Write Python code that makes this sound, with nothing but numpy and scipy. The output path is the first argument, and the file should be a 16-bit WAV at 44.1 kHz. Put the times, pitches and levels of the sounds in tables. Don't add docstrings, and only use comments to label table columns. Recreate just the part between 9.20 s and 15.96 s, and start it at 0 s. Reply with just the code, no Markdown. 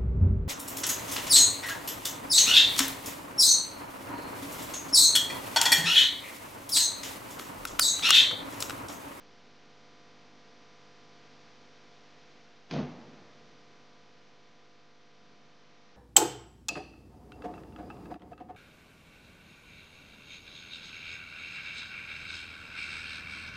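import sys
import numpy as np
from scipy import signal
from scipy.fft import rfft, irfft
from scipy.io import wavfile
from scipy.ndimage import uniform_filter1d

SR = 44100
rng = np.random.default_rng(int(sys.argv[2]) if len(sys.argv) > 2 else 0)


def file_out(sig):
    cols = np.atleast_2d(sig).T
    lim = np.clip(cols, -1, 1)
    pcm = np.round(lim * 32767).astype(np.int16)
    wavfile.write(sys.argv[1], SR, pcm)


def gain_from_decibels(decibels):
    exponent = np.asarray(decibels, float) / 20
    return 10 ** exponent


N = 298204
FRAME_HZ = 50

# t/s, peak level/dB
BLOWS = [(3.5130, -34.5), (3.5258, -47), (3.5367, -27), (3.5448, -28), (3.5510, -35), (3.5560, -36.5),
         (3.5642, -21.5), (3.5777, -33), (3.5850, -35), (3.5920, -23.5), (3.6010, -30.5), (3.6122, -29),
         (3.6298, -30), (3.6498, -42)]
# t/s, peak level/dB
LATCH = [
    (3.504, -50),
    (3.5070, -44),
    (3.5100, -42),
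    (3.511, -26.5),
    (3.5098, -30),
    (3.5123, -33),
    (3.5160, -31),
    (3.5376, -29.5),
    (3.539, -38),
]


def rms_one(x):
    return x / np.sqrt(np.mean(x ** 2) + 1e-20)


def in_time(rows):
    s, *columns = np.transpose(rows)
    return [np.interp(np.arange(N) / SR, s, c) for c in columns]


def at_hz(points, hz):
    point_hz, point_db = np.transpose(points)
    return np.interp(np.log(hz + 1), np.log(point_hz), point_db)


def coloured(x, colour, low_hz, high_hz):
    hz = np.arange(N // 2 + 1) * SR / N + 1e-3
    band = 1 / np.sqrt((1 + (low_hz / hz) ** 6) * (1 + (hz / high_hz) ** 6))
    return rms_one(irfft(rfft(x) * band * gain_from_decibels(at_hz(colour, hz)), N))


def levelled(x, size, hold):
    power = uniform_filter1d(x ** 2, size=size)
    lumps = uniform_filter1d(power, size=size) + 1e-3
    return rms_one(x / lumps ** (hold / 2))


def drift(hz):
    r = np.exp(-2 * np.pi * hz / SR)
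    return rms_one(signal.lfilter([1], [1, -2 * r, r * r], rng.standard_normal(N + SR))[SR:])


def low_cut(x, hz):
    return signal.sosfilt(signal.butter(2, hz, "high", fs=SR, output="sos"), x)


def struck(hits, modes, soft_hz, spread_db):
    at = [round(s * SR) for s, db in hits]
    hit_db = np.array(hits)[:, 1]
    chance = rng.standard_normal((len(hits), len(modes)))
    out = np.zeros(N)
    for k, (hz, level_db, t60_s) in enumerate(modes):
        clicks = np.full(N, 1e-18)
        clicks[at] = -gain_from_decibels(hit_db + level_db + spread_db * chance[:, k])
        r, w = 10 ** (-3 / (t60_s * SR)), 2 * np.pi * hz / SR
        out += signal.lfilter([0, np.sin(w)], [1, -2 * r * np.cos(w), r * r], clicks)
    return signal.sosfilt(signal.butter(2, soft_hz, fs=SR, output="sos"), out)


def glide(rows, turn_rad):
    hz, db = in_time(rows)
    start_s, start_hz, _ = rows[0]
    t = np.arange(N) / SR
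    on = np.clip((t - start_s) / .006 + 1, 0, 1) * (t < rows[-1][0])
    cycles = np.cumsum(hz) / SR - start_s * start_hz
    return np.sqrt(2) * gain_from_decibels(db) * on * np.sin(2 * np.pi * cycles + turn_rad)


def thud():
    # f/Hz, level/dB, t60/s
    panel = [(152, -22, 0.08), (223, -20, 0.24), (246.5, -20, 0.35), (292, 0, 0.068), (330, -7, 0.011),
             (352, -5, 0.11), (389, -16, 0.12), (464, -11.5, 0.18), (520, -8.5, 0.056), (599, -4.5, 0.059),
             (640, -1.5, 0.059), (724, -17, 0.062), (910, -27, 0.045), (1050, -28, 0.061)]
    return gain_from_decibels(-13.5) * struck(BLOWS, panel, soft_hz=1500, spread_db=3.5)


def shove():
    # f/Hz, level/dB, t60/s
    push = [(300, -11.5, 0.0077), (520, -14, 0.0076)]
    return gain_from_decibels(-7.0) * struck(BLOWS, push, soft_hz=1100, spread_db=-5.0)


def latch():
    # f/Hz, level/dB, t60/s
    latch_modes = [(450, 8, 0.02), (1500, -26, .008), (2304, -24, 0.009), (2670, 1, 0.023),
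                   (3120, -21, 0.0062), (3840, -11, 0.007), (4810, 3, 0.018), (5900, -8, .006)]
    return gain_from_decibels(-22.0) * struck(LATCH, latch_modes, soft_hz=5200, spread_db=-5.5)


def catch():
    # t/s, peak level/dB
    drops = [
        (3.5343, -33.5),
        (3.5360, -42.5),
    ]
    # f/Hz, level/dB, t60/s
    catch_ring = [(678, -4, 0.062), (2610, -12, .01)]
    return -struck(drops, catch_ring, soft_hz=4000, spread_db=-1.5)


def grains(per_s, spread_db):
    return (rng.random(N) < per_s / SR) * rng.standard_normal(N) * gain_from_decibels(spread_db * rng.standard_normal(N))


def shudder():
    # f/Hz, level/dB per Hz
    shudder_colour = [(24, -42), (40, -7), (105, -6), (148, 2), (178, 0.5), (226, -4.5), (427, -9),
                      (663, -14.5), (1310, -24.5), (4180, -34.5), (6350, -40.5), (7560, -62.5), (9830, -74),
                      (16600, -120)]
    # peak level/dB, swell/dB per s, t60/s, wash level/dB, wash t60/s
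    shudder_bands = [
        (-50, 101, 0.34, -48.5, 1.85),
        (-44, 91, .5, -52, 2.1),
        (-50, 67, 0.424, -55.5, 1.9),
        (-52, -29, 0.37, -67, 0.73),
    ]
    band_jolt_db = [-17, -17, -36, -12.5]
    lead_in_s, touch_s, seated_s = 3.497, 3.5100, 3.59
    lead_in_db, lead_in_db_per_s = -7, 700
    jolt_t60_s, jolt_over_db = 0.024, -30

    t = np.arange(N) / SR
    after_s = np.maximum(t - seated_s, 0)
    swell_s = np.clip(t - seated_s, touch_s - seated_s, 0)
    lead_db = (lead_in_db + lead_in_db_per_s * (t - touch_s)) * (t < touch_s)
    jolts = np.zeros(N)
    for s, db in LATCH:
        if db > jolt_over_db:
            jolts += (t > s) * gain_from_decibels(2 * db - 120 * np.abs(t - s) / jolt_t60_s)

    contacts = grains(20000, spread_db=0.0)
    edges_hz = [30, 300, 900, 2500, 8300]
    out = np.zeros(N)
    for band, jolt_db, low_hz, high_hz in zip(shudder_bands, band_jolt_db, edges_hz, edges_hz[1:]):
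        db, swell_db_per_s, t60_s, wash_db, wash_t60_s = band
        body = gain_from_decibels(db + swell_db_per_s * swell_s - 60 * after_s / t60_s + lead_db)
        wash = gain_from_decibels(wash_db - 60 * after_s / wash_t60_s + lead_db)
        power = body ** 2 + wash ** 2 + gain_from_decibels(2 * jolt_db) * jolts
        stir = uniform_filter1d(np.sqrt(power), size=60)
        out += stir * levelled(coloured(contacts, shudder_colour, low_hz, high_hz), size=500, hold=.8)
    return (t > lead_in_s) * out


def cabin():
    # t/s, f/Hz, level/dB rms
    cabin_air = [
        (3.508, 133.5, -53),
        (3.525, 169.6, -39.5),
        (3.55, 144, -39),
        (3.58, 146.8, -33.5),
        (3.6, 146.3, -47),
        (3.615, 178.9, -41.5),
        (3.64, 145.2, -40.5),
        (3.68, 155, -54),
        (3.85, 150, -64),
    ]
    # t/s, f/Hz, level/dB rms
    skin = [
        (3.53, 264.3, -41),
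        (3.548, 207.9, -42.5),
        (3.564, 217.8, -32),
        (3.578, 271.4, -45.5),
        (3.596, 237.2, -28),
        (3.612, 190, -40),
        (3.63, 236.4, -39.5),
        (3.66, 250, -45),
        (3.86, 235, -63),
    ]
    return glide(cabin_air, -.1) + glide(skin, 4.59)


def rocking():
    # t/s, peak level/dB
    settling = [
        (3.787, -48),
        (3.885, -49),
    ]
    # f/Hz, level/dB, t60/s
    body_modes = [(150, -15, 0.095), (242, 8, 0.2)]
    return gain_from_decibels(-5.0) * struck(settling, body_modes, soft_hz=300, spread_db=2.0)


def floor_pan():
    # f/Hz, level/dB, t60/s
    pan_modes = [(48, -6, 0.23), (87, 5, 0.28)]
    # t/s, peak level/dB
    heaves = [
        (3.512, -59),
        (3.87, -70),
    ]
    slam = struck([(3.565, -54), (3.6, -49)], pan_modes, soft_hz=90, spread_db=2)
    return slam + struck(heaves, pan_modes, soft_hz=90, spread_db=-1)


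def loose_clip():
    # t/s, peak level/dB
    clip_rings = [
        (3.750, -73),
        (3.757, -71),
        (3.870, -70),
        (3.878, -74),
    ]
    # f/Hz, level/dB, t60/s
    clip_mode = [(5750, 0, .06)]
    return struck(clip_rings, clip_mode, soft_hz=9000, spread_db=-4)


def pulse_phases(size):
    spectrum = rfft((rng.random(size) < .04) * rng.choice([-1, 1], size))
    return spectrum / np.abs(spectrum + 1e-12)


def evenest(levels, size):
    octave = np.log2(np.arange(len(levels)) / 7 + 1e-9) // 1 == np.arange(5)[:, None]
    tries = [np.repeat(pulse_phases(size // 2), 2)[:len(levels)] * levels for _ in range(300)]
    power = np.abs(rfft(irfft(np.array(tries)[:, None] * octave, size) ** 2))
    throb = power[:, 1:, 2:10:2] / power[:, 1:, :1] / [1, 1.2, 1.6, 1.6]
    return tries[np.argmin(np.sum(throb ** 2, axis=(1, 2)))]


def buzz(low_db, high_db):
    # multiple of the frame rate, level/dB rms
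    buzz_lines = [(1, -87), (2, -80), (3, -73), (4, -84), (5, -76), (6, -74), (7, -78), (8, -79), (9, -73),
                  (10, -71), (11, -82), (12, -78), (13, -87), (14, -71), (15, -82), (16, -80), (17, -92),
                  (18, -83), (19, -90), (20, -75), (21, -82), (22, -87), (23, -80), (24, -77), (25, -80),
                  (26, -86), (27, -84), (28, -79), (29, -90), (30, -82),
                  (31, -82), (32, -84), (33, -87), (35, -88), (36, -82), (37, -86), (38, -80), (39, -90),
                 (40, -90), (41, -81), (42, -87), (43, -83), (44, -86), (45, -84), (46, -84), (48, -86),
                 (49, -85), (50, -84), (51, -85), (53, -91), (54, -84), (59, -91), (60, -81), (61, -85),
                 (62, -87), (64, -85), (65, -88), (66, -86), (67, -88), (68, -85), (69, -86), (72, -86),
                 (73, -82), (74, -84), (75, -85), (76, -87), (79, -87), (80, -90), (83, -80), (88, -84),
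                 (89, -86), (90, -89), (93, -85), (96, -84), (97, -86), (98, -83), (99, -89), (101, -84),
                 (110, -91), (111, -90), (113, -88), (114, -84), (115, -92), (116, -91), (118, -83),
                 (121, -93), (122, -90), (124, -94),
                  (125, -96), (127, -99), (129, -94), (130, -94), (131, -93), (132, -98), (133, -99),
                (135, -98), (136, -102), (137, -98), (140, -100), (141, -102), (142, -104), (143, -98),
                (144, -97), (151, -106), (152, -107), (154, -105), (157, -110), (158, -110), (159, -108),
                (160, -105), (161, -108), (162, -112), (163, -112), (166, -110), (168, -113), (169, -113),
                (174, -118), (176, -112), (177, -113), (179, -120), (180, -119), (183, -120), (185, -122),
                (187, -124), (188, -126), (189, -121), (190, -124), (191, -125)]
    # f/Hz, level/dB rms a line
    buzz_rest = [(300, -84), (1867, -87), (2598, -92), (3570, -91), (4834, -94), (5932, -94.5),
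                 (6811, -101), (7733, -110), (8968, -122)]
    rest_db, flip_rel_db, flip_dull_db_per_octave = -1, -5.5, -6

    size = 2 * SR // FRAME_HZ
    hz = np.arange(size // 2 + 1) * FRAME_HZ / 2
    scale = (hz > 0) * (hz < 9700) * size / np.sqrt(2)
    line_db = at_hz(buzz_rest, hz) + np.clip(10.0 * rng.standard_normal(len(hz)), -9, 3.5)
    flip_db = line_db + flip_rel_db + np.minimum(0, 12 * np.log2((hz + 1) / 300))
    flip_db += flip_dull_db_per_octave * np.maximum(0, np.log2((hz + 1) / 4500))
    line_db += rest_db
    for multiple, db in buzz_lines:
        line_db[2 * round(multiple)] = db

    odd = np.arange(len(hz)) % 2
    lines = evenest(gain_from_decibels(line_db) * scale * (1 - odd), size)
    low = np.resize(irfft(lines * (hz < 990), size), N)
    high = np.resize(irfft(lines * (hz >= 990), size), N)
    turn_rad = np.cumsum(drift(1.437)) * 8.83 / SR
    flips = np.zeros(N)
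    for weight in (np.cos(turn_rad), np.sin(turn_rad)):
        pattern = irfft(pulse_phases(size) * gain_from_decibels(flip_db) * scale * odd, size)
        flips += weight * np.resize(pattern, N)
    return gain_from_decibels(low_db) * low + gain_from_decibels(high_db) * (high + flips)


def yard_noise(rumble_db, hiss_db):
    # f/Hz, level/dB per Hz
    yard_colour = [(60, -23.5), (130, -8.5), (230, 3), (330, -6.5), (460, -3.5), (580, -11), (700, -6.5),
                   (860, -9), (2200, -10), (5100, -14.5), (5750, -16.5), (6700, -22), (7700, -34.5),
                   (9400, -43.5)]
    places = rng.exponential(1, SR // FRAME_HZ) ** 0.97
    places = np.resize(uniform_filter1d(places, size=7, mode="wrap"), N)
    grain = rms_one(np.sqrt(places)) * rng.standard_normal(N)
    hiss = levelled(coloured(grain, yard_colour, 375, 8300), size=700, hold=0.52)
    rumble = levelled(coloured(rng.standard_normal(N), yard_colour, 20, 375), size=700, hold=.3)
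    return gain_from_decibels(rumble_db - 3.0) * rumble + gain_from_decibels(hiss_db - 3.5) * hiss


def yard():
    # t/s, level/dB, share of power repeating each frame/0-1, far traffic level/dB
    yard_curve = [(0, 0.5, 0.45, -61.5), (.4, 0.5, 0.29, -65), (.7, 0.5, 0.79, -65), (1.25, 1, 0.4, -62.5),
                  (1.65, 1, 0.69, -66.5), (2.2, 1.9, 0.33, -62.5), (2.55, 1.36, 0.36, -66.5),
                  (3.1, 1.55, 0.24, -65), (3.45, -0.5, 0.18, -67), (3.7, 2, 0.04, -65.5),
                  (4.05, 0.95, 0.45, -62.5), (4.6, -0.2, 0.64, -64.5), (5.05, -1, 0.38, -66.5),
                  (5.35, -1.5, 0.51, -67.5), (5.75, -2.5, 0.53, -70), (6.15, -1.5, 0.51, -63),
                  (6.4, -1.5, 0.42, -68.5), (6.76, -1.5, 0.38, -67.5)]
    level_db, share, traffic_db = in_time(yard_curve)
    share = np.clip(share, .02, .98)
    repeat_db, fresh_db = 10 * np.log10(share), 10 * np.log10(1 - share)
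    lines = buzz(1.94 + level_db + 0.44 * repeat_db, 3.5 + level_db + repeat_db)
    whole = lines + yard_noise(traffic_db, -58.5 + level_db + fresh_db)
    dull = signal.sosfiltfilt(signal.butter(2, 3520, fs=SR, output="sos"), whole)
    return dull + gain_from_decibels(-0.55 + .35 * level_db) * (whole - dull)


def scene():
    mic_low_hz = 123
    door = low_cut(latch() + thud() + rocking() + shudder(), mic_low_hz)
    door = door + low_cut(shove() + catch(), mic_low_hz / 2)
    mono = door + cabin() + floor_pan() + loose_clip() + yard()
    return np.stack([mono, mono])


def roll_off(x):
    return signal.sosfilt(signal.butter(12, 9800, fs=SR, output="sos"), x)


def record(dry):
    mono = dry[0]
    wobble = signal.lfilter([.15], [1, -.85], rng.standard_normal(N))
    wobble = wobble * gain_from_decibels(7.0 * np.clip(drift(12.0), -1.5, 1))
    held = mono / (1 + np.sqrt(uniform_filter1d(mono ** 2, size=800) + 1e-12) / 0.0019)
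    unlike = gain_from_decibels(-6.5) * (wobble - .02) * held + gain_from_decibels(-20) * np.roll(held, 300)
    unlike = unlike + gain_from_decibels(-34) * np.roll(mono, 300)
    unlike = signal.sosfilt(signal.butter(4, [70, 5600], "band", fs=SR, output="sos"), unlike)
    converter_offset = .00131
    return roll_off(dry + unlike * np.array([[1], [-1]]) + converter_offset)


dry = scene()
out = record(dry)
file_out(out)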